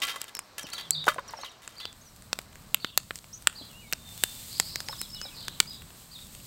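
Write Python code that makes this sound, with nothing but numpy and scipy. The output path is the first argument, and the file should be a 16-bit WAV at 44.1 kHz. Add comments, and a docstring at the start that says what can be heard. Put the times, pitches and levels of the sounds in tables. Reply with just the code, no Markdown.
"""Glowing charcoal slides from a sheet-metal can into a small steel grill, clattering, knocking and popping;
then food sizzles over coals that go on popping. Songbirds call from trees nearby, blurred by echoes;
the fire rumbles softly under a single microphone. Bursts of noise drive decaying modes for coals and can,
pitch tracks drive near-sine birds, and shaped noise makes spray, sizzle, fire and open air."""
import sys
import numpy as np
from scipy import signal
from scipy.fft import rfft, irfft, next_fast_len
from scipy.io import wavfile
from scipy.ndimage import uniform_filter1d

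SR = 44100
rng = np.random.default_rng(int(sys.argv[2]) if len(sys.argv) > 2 else 0)


def nominal_scale(level):
    """Amplitude ratio for a level in decibels (scalar or array-like)."""
    x = np.asarray(level, float) / 20
    return 10 ** x


def materialize(psi):
    """Save the field psi as 16-bit PCM at rate SR to the path in sys.argv[1].

    A 1-D psi becomes a single channel; in a 2-D psi each row is a channel.
    """
    bounded = np.clip(np.atleast_2d(psi).T, -1, 1)
    quanta = np.round(bounded * 32767).astype(np.int16)
    wavfile.write(sys.argv[1], SR, quanta)


N = 284886
T = np.arange(N) / SR
# background behind the grill: t/s, fire rumble level/dB, open air level/dB
BACKGROUND = [(0.0, -66, -51), (0.4, -65, -55.5), (1.11, -57, -53), (1.26, -59, -53), (1.48, -65.5, -56.5),
              (1.98, -57, -59), (4.19, -53.5, -58.5), (4.88, -52, -56), (5.78, -51.5, -58),
              (6.13, -56, -58.5), (6.46, -51, -58.5)]


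def unit(x):
    """Scale to rms 1."""
    return x / np.sqrt(np.mean(x ** 2))


def peak(x, db):
    """Scale the highest swing to db."""
    return x * nominal_scale(db) / np.abs(x).max()


def ring(x, hz, t60):
    """One decaying mode driven by x; t60 in seconds."""
    pole = np.exp(2j * np.pi * hz / SR - np.log(1000) / (t60 * SR))
    return signal.lfilter([1], [1, -pole], x).imag


def colour(x, points):
    """Shape x by a spectrum of (f/Hz, level/dB) points; rms 1."""
    hz, db = np.transpose(points)
    size = next_fast_len(len(x))
    f = np.maximum(np.arange(size // 2 + 1) * SR / size, 1)
    gain = nominal_scale(np.interp(np.log(f), np.log(hz), db))
    return unit(irfft(rfft(x, size) * gain, size)[:len(x)])


def walk(rate):
    """Random levels held 1 / rate s and slewed twice; spread 1."""
    hold = int(SR / rate)
    steps = np.repeat(rng.standard_normal(N // hold + 1), hold)
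    return unit(uniform_filter1d(uniform_filter1d(steps, hold), hold)[:N])


def add(out, s, x):
    """Mix x in at time s."""
    i = max(int(s * SR), 0)
    out[i:i + len(x)] += x[:N - i]


def echoes(x, first_s, t60, db, patchy_db=0):
    """Scattered reflections from first_s on; patchy ones stand out as single slaps."""
    t = T[:SR // 2]
    fade_db = patchy_db * walk(131)[:len(t)] - 60 * t / t60
    tail = rng.standard_normal(len(t)) * nominal_scale(fade_db) * (t > first_s)
    return nominal_scale(db) * signal.fftconvolve(x, tail / np.sqrt(np.sum(tail ** 2)))[:N]


def highpass(x, hz):
    """Small sources radiate little bass."""
    return signal.sosfilt(signal.butter(2, hz, "high", fs=SR, output="sos"), x)


def tone(hz, gain):
    """A sine on a pitch track; gain is its rms."""
    return np.sqrt(2) * gain * np.sin(2 * np.pi * np.cumsum(hz) / SR)


def pops():
    """A coal bursts: a suction dip, a millisecond of splinters, a few short rings, slaps from nearby surfaces."""
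    # single bursts, loud and faint:
    # t/s, body peak level/dB, body f/Hz, level/dB near 8 kHz, level/dB above 11 kHz
    bursts = [(0.051, -31, 2960, -37, -34), (0.069, -30, 3170, -39, -33), (0.215, -22, 4700, -32, -25),
              (0.241, -31, 1370, -40.5, -39), (0.35, -20, 5050, -51, -26), (0.39, -23, 1710, -29.5, -41),
              (0.368, -23.5, 4220, -50, -30), (0.631, -27, 5630, -46, -37), (0.701, -35, 4170, -43, -47),
              (0.906, -26.5, 4840, -15.5, -50), (1.041, -24, 3670, -50, -31),
              (1.143, -29, 1050, -43.5, -52), (1.284, -41, 5660, -50, -60),
              (1.676, -25.5, 2250, -36.5, -56), (1.853, -18, 3560, -70, -59),
              (2.329, -7.5, 3750, -27.5, -43), (2.388, -16.5, 2740, -35.5, -51),
              (2.555, -34, 1600, -47, -69), (2.744, -5, 2280, -22, -6.5), (2.845, -12.5, 2160, -44, -63),
              (2.975, -3.5, 3750, -19, -3.5), (3.107, -17.5, 1730, -56, -34),
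              (3.156, -25.5, 5070, -39.5, -44), (3.187, -34, 4040, -48, -59), (3.242, -31, 3240, -54, -60),
              (3.471, 0, 2215, -14, -45), (3.925, -13.5, 2670, -31, -17), (3.932, -9.5, 4540, -36, -53.5),
              (4.236, -6, 3150, -18.5, -7), (4.598, -5, 3706, -19, -21), (4.757, -12.5, 4100, -35, -20),
              (4.803, -21, 4530, -38, -54), (4.885, -14, 4470, -70, -36), (5.014, -18, 3700, -28.5, -25.5),
              (5.214, -19, 4550, -60, -54), (5.481, -16, 3460, -40, -25.5), (5.601, 1.5, 2400, -13.5, -35),
              (5.819, -35, 1990, -68, -35.5), (5.904, -37, 2500, -55, -50), (6.349, -32.5, 3310, -47, -43)]
    crest_db = 11  # the treble peaks this far above its listed level
    crack_ms, crumbs_s, sharp_s = 0.7, .003, .0039  # fade times of the splinters
    low, top, t = np.zeros(N), np.zeros(N), T[:1500]
    rows = bursts + faint_pops(count=34)
    for s, db, hz, mid_db, top_db in rows:
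        grit = rng.standard_normal(len(t))
        crack = .5 * grit * np.exp(-1000 * t / crack_ms)
        crack[0] = -0.44  # suction dip
        # the pieces settle more dully
        crumbs = crack + nominal_scale(-21) * grit * np.exp(-t / crumbs_s)
        # a small source radiates the change of its push
        swing = np.diff(crumbs, prepend=0)
        body = ring(swing, hz, 0.0012) * 3000 / hz
        body += 0.17 * ring(swing, 2680.0, 0.0031) + 1.56 * ring(swing, 1394.0, 0.0016)
        body += 0.14 * ring(crumbs, 850.0, 0.0022)
        # larger lumps crack more slowly
        body = uniform_filter1d(body, size=int(SR / hz / 4) + 1)
        mid = ring(ring(swing, 7750.0, 0.0015), 7920.0, 0.0002)
        add(low, s + .001, peak(body, db) + peak(mid, mid_db + crest_db))
        sharp = np.diff(crack + nominal_scale(-36) * grit * np.exp(-t / sharp_s), prepend=0)
        treble = ring(sharp, 12600.0, 0.0007) + 1.45 * ring(sharp, 19600.0, 0.0022)
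        add(top, s + 0.000966, peak(treble, top_db + crest_db))
    slap = np.zeros(N)
    for delay_s, db in [(.025, -31), (.055, -36)]:
        add(slap, delay_s, nominal_scale(db) * low)
    return top + low + echoes(slap, .0002, 0.017, 0.1) + echoes(low, 0.008, 0.33, -27.0)


def faint_pops(count):
    """Small crackle at random moments, in rows like the listed bursts."""
    settling = 1.8  # above 1 crowds them towards the start, while the tipped coals settle
    g = rng.standard_normal((count, 4))
    s = rng.random(count) ** settling * N / SR
    db = -40 + 2 * g[:, 0]
    hz = 3500 * 1.4 ** np.clip(g[:, 1], -2, 1)
    mid_db = db - 12.5 + 4 * g[:, 2]
    top_db = db - 19.5 + 6 * g[:, 3]
    return list(zip(s, db, hz, mid_db, top_db))


def clatter():
    """Each slide of coal is a fading, clumpy spray of ticks that rings the thin can."""
    # coals sliding and striking the can: t/s, relative level/dB, fade/ms, relative treble level/dB
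    slides = [(0.0181, -15, 29.6, -24), (0.0477, -37, 8.2, -2), (0.0769, -22.5, 41, -29),
              (0.0937, -23.5, 20, -22), (0.1595, -24.5, 6, 4), (0.2059, -33.5, 28, -10),
              (0.28, -32.5, 12, -3), (0.5809, -25.5, 19.5, 3.5), (0.667, -35, 73, -23),
              (0.7292, -28.5, 18, 8), (0.7812, -25, 26, -34), (1.0629, -28, 26, 9),
              (1.082, -14.5, 13.3, -5), (1.1926, -40, 6.8, 1), (1.3064, -46.5, 20, 11),
              (1.3724, -40, 43, -5), (1.4451, -31, 22, -34), (1.515, -45.5, 8.7, 11),
              (1.6187, -43.5, 130, 2), (1.7996, -34, 43, -33)]
    # modes of the sheet-metal can: f/Hz, level/dB ahead of a 1/f tilt, t60/s
    can = [(1137, -6, .08), (1373, 3, 0.061), (1710, 3, 0.05), (2025, 5.5, 0.079), (2286, -7.5, 0.053),
           (2900, -20, 0.11), (3170, -1.5, 0.17), (3650, 6, 0.037), (4600, -4, 0.04), (5240, -12, 0.06)]
    out, t = np.zeros(N), T[:9000]
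    for s, db, ms, treble_db in slides:
        g = rng.standard_normal((3, len(t)))
        # fragments arrive in 4 ms bunches
        bunches = np.repeat(g[2, :len(t) // 180], 180)
        clumps = nominal_scale(5.0 * g[1] + 4.0 * bunches)
        envelope = (1 - np.exp(-t / 0.00038)) * np.exp(-1000 * t / ms)
        spray = np.diff(unit(g[0] * clumps) * envelope, prepend=0)
        shell = sum(nominal_scale(d) * ring(spray, f, t60) * 40 / f for f, d, t60 in can)
        scrape = 0.3 * ring(spray, 2700.0, 0.0022) + 0.17 * ring(spray, 860.0, 0.0015)
        scrape += 0.12 * nominal_scale(treble_db) * ring(spray, 6200.0, 0.00088)
        add(out, s, nominal_scale(db) * (shell + scrape))
    return out + echoes(out, 0.0079, 0.26, -17.0)


def knocks():
    """A soft push and a short rattle ring the bed of coals; modes near the knock's own pitch speak most."""
    # dull knocks of lumps landing, and a cluster of crackle near 4.9 s: t/s, peak level/dB, strongest f/Hz
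    knock_rows = [(0.142, -32.5, 1130), (0.16, -31, 1130), (0.641, -34, 220), (1.069, -18.5, 660),
                  (1.08, -6, 1227), (1.119, -31, 1260), (1.161, -33.5, 590), (1.183, -20.5, 1000),
                  (1.292, -36, 990), (1.336, -28, 870), (1.389, -34.5, 740), (1.434, -28, 1080),
                  (3.612, -38.5, 272), (4.892, -31, 836), (4.929, -29.5, 1210), (5.253, -37, 740)]
    # modes of the bed of coals: f/Hz, level/dB ahead of a 1/f tilt, t60/s
    bed_modes = [(488, -29, 0.21), (557, 0.5, 0.1), (615, -6, 0.11), (1000, -21, 0.048), (1120, 0, 0.016),
                 (1424, 4.5, 0.039), (1620, -5, 0.015), (1740, -26, 0.058), (2600, -40, 0.058)]
    contact_cycles, rattle_ms = 0.26, 7.1  # deep lumps touch longer: contact in cycles of their pitch
    out, t = np.zeros(N), T[:6000]
    for s, db, hz in knock_rows:
        push = np.hanning(int(contact_cycles * SR / hz) + 3)
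        blow = 0.13 * rng.standard_normal(len(t)) * np.exp(-1000 * t / rattle_ms)
        blow[0] = 1
        swing = np.diff(np.convolve(blow, push)[:len(t)], prepend=0)
        knock = 4.3 * ring(swing, hz, .015) * 7000 / hz
        for f, mode_db, t60 in bed_modes:
            octaves_off = abs(np.log2(f / hz))
            knock += nominal_scale(mode_db - 11.0 * octaves_off) * ring(swing, f, t60) * 7000 / f
        add(out, s, peak(knock, db))
    return out


def spray_and_sizzle():
    """Tiny random ticks over steady hiss: first the coals' fine treble spray, then fat spitting over steam."""
    # colour of the hiss: f/Hz, relative level/dB per Hz
    hiss_colour = [(1500, -16.5), (2600, -7.5), (4000, -2.5), (5000, -5.5), (5800, -8.5), (7000, -4),
                   (8200, 1), (8800, -4.5), (9900, -9.5), (11200, -7.5), (12200, -4.5), (13200, -8.5),
                   (14300, -5.5), (15700, -8.5)]
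    # level of the hiss, at first fine treble spray of the clattering coals,
    # from about 2 s the sizzle of food: t/s, level/dB
    hiss_level = [(0, -61), (.45, -66.5), (1.0, -62), (1.5, -68.5), (2.05, -58), (2.5, -59), (3.1, -57),
                  (3.7, -56), (4.0, -54), (4.3, -42.5), (4.8, -47.5), (5.6, -51.5), (5.9, -53.5),
                  (6.46, -50)]
    ticks = (rng.random(N) < 300 / SR) * rng.standard_normal(N)  # about 300 a second
    spit = ticks * nominal_scale(5.9 * np.minimum(rng.exponential(size=N), 3.5))
    hiss = colour(rng.standard_normal(N) + .35 * unit(spit), hiss_colour)
    # a drop of fat flashes to steam: 9 dB up around 3.165 s
    puff_db = 9 * np.exp(-((T - 3.165) / .022) ** 2)
    return hiss * nominal_scale(np.interp(T, *np.transpose(hiss_level)) + puff_db + 1.2 * walk(25))


def bird_call(shape, ratio, db, hoarse):
    """A near-sine note along (t/s, f/Hz, level/dB); hoarseness shakes its pitch and level."""
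    at, hz, shape_db = np.transpose(shape)
    t = T[:int(at[-1] * SR)]
    shake = (.015 * walk(70) + .055 * walk(350))[:len(t)]
    drift = 1 + hoarse * np.minimum(t / .055, 1) ** 2 * shake
    flutter_db = hoarse * 4 * walk(200)[:len(t)]
    return tone(ratio * drift * np.interp(t, at, hz), nominal_scale(db + flutter_db + np.interp(t, at, shape_db)))


def chirps():
    """Sparrow chirps: the direct sound, what feeds the echoes, and the throw from a rough wall."""
    # one chirp, up, a short hold, down: t/s after the start, f/Hz ahead of the ratio, relative level/dB
    chirp_shape = [(0, 3690, -20), (.008, 4050, 1), (.018, 4600, 3), (.03, 4550, 2), (.037, 3950, 3),
                   (.055, 3550, 1), (.08, 3250, -1), (.1, 3050, -20)]
    # each chirp: t/s, level/dB, pitch ratio, echo level/dB
    chirp_times = [(.712, -45.5, .99, -3), (.908, -42.5, 1.02, 0.5), (1.406, -48.5, 0.95, -13.5),
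                   (1.759, -50, 1.046, 1.5), (2.789, -55, 0.99, 4.5), (3.551, -50, 1.056, -4),
                   (5.366, -54, 0.96, -2), (5.661, -53, 1.08, 2), (6.105, -52, 1.04, -4)]
    wall_s, wall_db = .055, -3  # delay and loss of the wall
    near, far, wall = np.zeros((3, N))
    for s, db, ratio, echo_db in chirp_times:
        call = bird_call(chirp_shape, ratio, db, hoarse=1)
        add(near, s, call)
        add(far, s, call * nominal_scale(echo_db))
        add(wall, s + wall_s, call * nominal_scale(wall_db + echo_db / 2))
    return near, far, wall


def phrases():
    """A slightly hoarse song: a held note that drops away, repeated."""
    # one phrase: t/s after the start, f/Hz, relative level/dB
    phrase_shape = [(0, 4590, -3), (.008, 5130, -1.5), (.03, 5220, 7.5), (.036, 5310, 4),
                    (.041, 4145, -0.5), (.056, 3740, 4), (.062, 3560, -13), (.08, 3350, -1),
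                    (.088, 3150, -22)]
    # each phrase: t/s, level/dB
    phrase_times = [(4.879, -46), (4.98, -46), (5.114, -46.5), (5.211, -46)]
    out = np.zeros(N)
    for s, db in phrase_times:
        add(out, s, bird_call(phrase_shape, 1, db, hoarse=.3))
    return out


def whistles():
    """Short sine whistles bend along a pitch curve while they swell and fade."""
    # crest early, then fall ever faster: t/s, length/s, crest f/Hz, end f/Hz, level/dB
    drops = [(0.347, 0.0376, 5500, 4840, -44), (0.615, 0.042, 6000, 4280, -47.5),
             (0.641, 0.031, 3150, 2440, -49.5), (0.764, .035, 6540, 4770, -55),
             (1.278, 0.026, 5870, 3830, -45), (1.368, 0.021, 5620, 5140, -46), (1.4, 0.04, 6540, 5030, -50),
             (1.49, 0.018, 5860, 5200, -55), (2.053, 0.041, 6000, 5370, -56.5),
             (3.694, 0.05, 2950, 2600, -59), (4.962, 0.01, 6000, 4050, -47),
             (5.195, 0.013, 6330, 4000, -57)]
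    # slide quickly onto a pitch and hold it: t/s, length/s, start f/Hz, held f/Hz, level/dB
    glides = [(2.011, 0.018, 5460, 6700, -54.5), (3.328, 0.026, 5100, 6080, -42.5),
              (3.33, 0.032, 6050, 6680, -47), (3.729, 0.11, 2600, 2910, -54),
              (3.807, 0.088, 2800, 2170, -57), (3.874, 0.1, 3760, 3650, -59.5),
              (3.978, 0.064, 3550, 3620, -60), (4.05, 0.086, 3680, 3570, -51),
              (4.162, 0.17, 3510, 3580, -51), (4.349, 0.071, 3540, 3546, -53),
              (4.862, 0.013, 4830, 5840, -48), (5.099, 0.011, 4830, 5530, -46),
              (5.136, 0.1, 2880, 2955, -51), (5.21, 0.11, 2700, 2280, -59), (5.3, 0.056, 3180, 2450, -56)]
    crest_at, slide_share = 0.16, 0.27  # shares of the length: the crest, most of a slide

    def fall(u):
        """Pitch bends as a parabola about the crest."""
        return ((u - crest_at) / (1 - crest_at)) ** 2

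    def slide(u):
        """Pitch settles exponentially."""
        return 1 - np.exp(-u / slide_share)

    out = np.zeros(N)
    for bend, notes in ((fall, drops), (slide, glides)):
        for s, length, hz0, hz1, db in notes:
            u = np.linspace(0, 1, int(length * SR))
            swell = np.abs(np.sin(np.pi * u)) ** 0.4
            add(out, s, tone(hz0 + (hz1 - hz0) * bend(u), nominal_scale(db) * swell))
    return out


def trills():
    """Buzzy trills: about 213 falling pulses a second, each at its own pitch."""
    # one list a trill: t/s, centre f/Hz, level/dB ahead of the pulsing
    trill_tracks = [
        [(4.48, 4600, -64), (4.53, 4540, -46.5), (4.62, 4600, -48), (4.72, 4590, -47), (4.8, 4710, -50.5),
         (4.83, 4630, -71)],
        [(5.34, 4600, -56), (5.39, 4420, -48), (5.47, 3940, -52.5), (5.55, 3470, -55), (5.6, 3300, -70)],
    ]
    out = np.zeros(N)
    for rows in trill_tracks:
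        s, hz, db = np.transpose(rows)
        beat = 2 * np.pi * 213 * T + 0.39 * walk(40)
        pitch = np.interp(T, s, hz) + 350 * np.cos(beat) + 260 * walk(250)
        out += tone(pitch, nominal_scale(np.interp(T, s, db, -99, -99)) * (1 + np.sin(beat)))
    return out


def birds():
    """Near-sine voices; trees and walls blur every note, the distant ones most."""
    chirp, far, wall = chirps()
    phrase, whistle, buzz = phrases(), whistles(), trills()
    far = far + nominal_scale(-6) * phrase + nominal_scale(-9) * whistle + .7 * buzz
    blur = echoes(wall, 0, .22, 0, patchy_db=4) + echoes(far, .007, .3, 0, patchy_db=5)
    return chirp + phrase + whistle + buzz + blur


def hum():
    """A soft low tone swells and stops."""
    # brief hum: t/s, f/Hz, level/dB
    hum_track = [(0.82, 162.4, -71), (0.982, 153, -44.5), (1.08, 148, -60)]
    s, hz, db = np.transpose(hum_track)
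    return tone(np.interp(T, s, hz), nominal_scale(np.interp(T, s, db, -99, -99)))


def fire_rumble():
    """Flames flutter in the bass: low noise of wandering level."""
    # colour of the fire: f/Hz, relative level/dB per Hz
    rumble_colour = [(12, -28), (20, -2.5), (122, -1.5), (197, -4.5), (425, -23), (500, -23), (650, -19),
                     (1100, -120)]
    s, rumble_db, _ = np.transpose(BACKGROUND)
    level_db = np.interp(T, s, rumble_db) + 1.28 * walk(9)
    return colour(rng.standard_normal(N), rumble_colour) * nominal_scale(level_db)


def open_air():
    """Air hisses around the microphone: broad noise of slowly wandering level."""
    # colour of the open air: f/Hz, relative level/dB per Hz
    air_colour = [(120, -49), (200, -5.5), (1140, -2), (1250, -3.5), (3310, -14), (4200, -8), (8270, -21.5),
                  (16000, -60)]
    s, _, air_db = np.transpose(BACKGROUND)
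    level_db = np.interp(T, s, air_db) + 1.8 * walk(4.8)
    return colour(rng.standard_normal(N), air_colour) * nominal_scale(level_db)


def scene():
    """One microphone feeds both channels."""
    coals = highpass(pops(), 100.0) + clatter() + highpass(knocks(), 87.0)
    background = hum() + fire_rumble() + open_air()
    return np.tile(coals + spray_and_sizzle() + birds() + background, (2, 1))


def band_limit(x):
    """A steep low-pass at the top of the band."""
    return signal.sosfilt(signal.butter(12, 16500, fs=SR, output="sos"), x)


def record(dry):
    """The top is cut above 15.8 kHz and the loudest pops overload."""
    top_cut = signal.ellip(10, .2, 60, 15800, fs=SR, output="sos")
    mix = np.clip(signal.sosfilt(top_cut, dry), -1, 1)
    return band_limit(mix)


dry = scene()
out = record(dry)
materialize(out)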